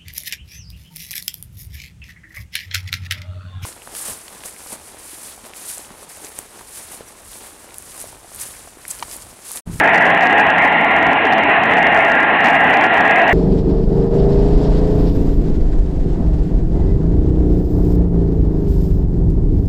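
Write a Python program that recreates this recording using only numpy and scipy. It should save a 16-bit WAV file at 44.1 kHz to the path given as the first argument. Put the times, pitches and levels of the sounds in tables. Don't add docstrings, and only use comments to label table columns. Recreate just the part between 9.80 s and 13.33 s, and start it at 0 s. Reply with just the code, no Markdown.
import sys
import numpy as np
from scipy import signal
from scipy.fft import next_fast_len
from scipy.io import wavfile
from scipy.ndimage import uniform_filter1d

SR = 44100
rng = np.random.default_rng(int(sys.argv[2]) if len(sys.argv) > 2 else 0)


def waveform_to_disk(signal):
    frames = np.transpose(np.atleast_2d(signal))
    scaled = np.clip(frames, -1, 1) * 32767
    samples = np.round(scaled).astype(np.int16)
    wavfile.write(sys.argv[1], SR, samples)


def voltage_ratio(decibels):
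    exponent = np.asarray(decibels, float) / 20
    return 10 ** exponent


N = 155673
CLIP = 0.712

# time in seconds [s], roar level in dB [dB],
# centre of the shock howl in hertz [Hz], share of the howl in dB [dB].
THRUST_CURVE = [(0.0, -12.5, 1864, -0.5), (0.2, -14.5, 1786, -1), (0.41, -12.5, 1830, -5),
                (0.74, -12, 1760, -4.5), (0.82, -15, 2010, 0), (0.83, -13, 1970, -5.5),
                (2.04, -12.5, 1880, -5), (2.22, -13.5, 1954, -2.5), (2.33, -14, 1800, -3),
                (2.84, -13, 1856, -4), (3.21, -12.5, 1820, -5.5), (3.4, -12, 1960, -2.5),
                (3.44, -11.5, 1760, -10), (3.53, -12.5, 1940, -0.5)]


def evened(x):
    return x / np.sqrt(np.mean(abs(x) ** 2) + 1e-20)


def smoothed(x, first, second, first_axis=-1, second_axis=-1):
    once = uniform_filter1d(x, size=first, axis=first_axis)
    return uniform_filter1d(once, size=second, axis=second_axis)


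def resonance_band(hz, centre_hz, half_hz, db, edge):
    return voltage_ratio(db) ** 2 / (1 + abs((hz - centre_hz) / half_hz) ** (2 * edge))


def roar():
    # frequency [Hz], density [dB per Hz].
    jet_curve = [(22, -82), (65, -61), (200, -54.5), (560, -57), (1280, -52.5), (2800, -55), (4250, -82),
                 (4800, -150)]
    # centre [Hz], half width [Hz], density [dB per Hz],
    # edge steepness [exponent].
    tailpipe = [(280, 60, -47, 2.5), (445, 50, -49, 3.5), (600, 60, -48, 2.5), (672, 14, -39, 2.2),
                (760, 105, -40, 6.5), (970, 130, -47, 2.5), (2500, 250, -54, 2.5)]
    frame, hop = 2048, 512
    howl_half_hz, howl_level_db, howl_edge = 213, -43.5, 2.4
    howl_share, howl_mean_db = 1.1, -4.5
    patch_db, flicker_db = 1.32, 1.06

    frames = N // hop + 5
    hz = np.fft.rfftfreq(frame, 1 / SR)[:, None]
    thrust_s, _, centre_hz, share_db = np.transpose(THRUST_CURVE)
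    frame_s = np.arange(frames) * hop / SR
    howl_hz = np.interp(frame_s, thrust_s, centre_hz)
    howl_db = howl_level_db + howl_share * (np.interp(frame_s, thrust_s, share_db) - howl_mean_db)

    jet_hz, jet_db = np.transpose(jet_curve)
    jet = voltage_ratio(np.interp(np.log(hz + 1), np.log(jet_hz), jet_db)) ** 2
    rings = sum(resonance_band(hz, *row) for row in tailpipe)
    rings = rings + resonance_band(hz, howl_hz, howl_half_hz, howl_db, howl_edge)
    passed = jet / (jet + voltage_ratio(-75.5) ** 2) * (hz > 60)
    power = jet + rings * passed ** 2

    real, imaginary, patches = rng.standard_normal((frames, len(hz), 3)).T
    patches = evened(smoothed(patches, 14, 8, 0, 1))
    spectra = (real + 1j * imaginary) * np.sqrt(power) * voltage_ratio(patch_db * patches)
    noise = signal.istft(spectra, nperseg=frame, noverlap=frame - hop)[1][:N]
    flicker = evened(smoothed(rng.standard_normal(N), 900, 900))
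    return evened(noise * voltage_ratio(flicker_db * flicker))


def whine():
    tone_freqs = [173.4, 1395, 1640.5, 1886.7, 2790]
    # level [dB rms], waver width [Hz].
    tone_strengths = [(-36, 3.2), (-30.5, 2.8), (-23.5, 3.9), (-26, 4.3), (-34.5, 5.7)]
    steady = 0.7

    t = np.arange(N) / SR
    out = np.zeros(N)
    for hz, (db, waver_hz) in zip(tone_freqs, tone_strengths):
        pole = np.exp(-np.pi * waver_hz / SR)
        real, imaginary = rng.standard_normal((2, N + SR))
        waver = signal.lfilter([1], [1, -pole], real + 1j * imaginary)
        waver = signal.lfilter([1], [1, -pole], waver)
        waver = evened(waver[SR:])
        envelope = steady + np.sqrt(1 - steady ** 2) * waver
        out += voltage_ratio(db) * np.sqrt(2) * (envelope * np.exp(2j * np.pi * hz * t)).real
    return out


def surged(x):
    # time [s], strength [dB].
    pressure_surges = [(0.047, -25.5), (0.135, -31), (0.18, -16), (0.184, -19.5), (0.259, -33.5),
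                       (0.278, -29), (0.409, -23.5), (0.471, -14.5), (0.598, -16.5), (0.843, -30.5),
                       (1.267, -34), (1.454, -18.5), (1.47, -27), (1.526, -12.5), (2.029, -18), (2.07, -31.5),
                       (2.147, -23.5), (2.25, -19.5), (2.321, -20), (2.607, -23.5), (2.644, -20),
                       (2.649, -23.5), (2.972, -26), (3.011, -19), (3.046, -24.5), (3.067, -25),
                       (3.209, -17.5), (3.253, -25), (3.279, -22.5), (3.496, -21.5),
                       (0.267, -32.5), (0.302, -24), (0.349, -25), (0.377, -28.5), (0.455, -26), (0.499, -27),
                    (0.586, -26), (0.611, -27), (0.857, -31.5), (1.166, -30.5), (1.229, -23),
                    (1.636, -23.5), (1.856, -30.5), (1.911, -31), (1.971, -24.5), (2.225, -32.5),
                    (2.266, -33.5), (2.284, -29), (2.299, -27), (2.316, -26.5), (2.353, -27),
                    (2.688, -35.5), (2.699, -26), (2.71, -28), (2.746, -27), (2.91, -29.5), (2.941, -33),
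                    (3.142, -26), (3.398, -28), (3.514, -30.5)]
    howl_hz, pipe_hz, crest_s = 1850, 774, 0.0007
    overshoot = 0.21
    reach, search = 160, 14

    t = np.arange(-reach, reach + 1) / SR
    ringing = (np.cos(2 * np.pi * howl_hz * t) + np.cos(2 * np.pi * pipe_hz * t)) / 2
    crest = np.exp(-0.5 * (t / crest_s) ** 2) * ringing
    out = x.copy()
    for s, db in pressure_surges:
        first = round(s * SR) - search
        at = first + np.argmax(abs(x[first:][:2 * search]))
        height = CLIP * (1 + overshoot * voltage_ratio(0.78 * (db + 21.5)))
        out[at - reach:at + reach + 1] += (np.sign(x[at]) * height - x[at]) * crest
    return out


def saturated(x):
    # time [s], shift of the knee [dB].
    headroom = [(0, 0), (.25, 0.5), (.5, 3.5), (.56, -1), (.8, -0.7), (1.0, -1.5), (1.25, -3), (1.401, 5.5),
                (1.649, -3), (1.8, -0.9), (2.1, -1), (2.3, 0.5), (2.45, -1.5), (2.651, 1.5), (2.871, -1.5),
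                (3.2, 0.3), (3.35, -0.8), (3.53, 0)]
    knee_level, sharpness = 0.61, 3.9

    envelope = abs(signal.hilbert(x, next_fast_len(N))[:N])
    swing = smoothed(envelope, 70, 70)
    knee = knee_level * voltage_ratio(np.interp(np.arange(N) / SR, *np.transpose(headroom)))
    return x / (1 + (swing / knee) ** sharpness) ** (1 / sharpness)


def scene():
    trim_db = 1.62
    thrust_s, thrust_db = np.transpose(THRUST_CURVE)[:2]
    level = voltage_ratio(np.interp(np.arange(N) / SR, thrust_s, thrust_db) + trim_db)
    engine = level * roar() + whine()
    return surged(saturated(engine))[None]


def band_limit(x):
    return signal.sosfilt(signal.butter(12, 15900, fs=SR, output="sos"), x)


def record(dry):
    clipped = np.clip(dry, -CLIP, CLIP)
    return band_limit(clipped)


dry = scene()
out = record(dry)
waveform_to_disk(out)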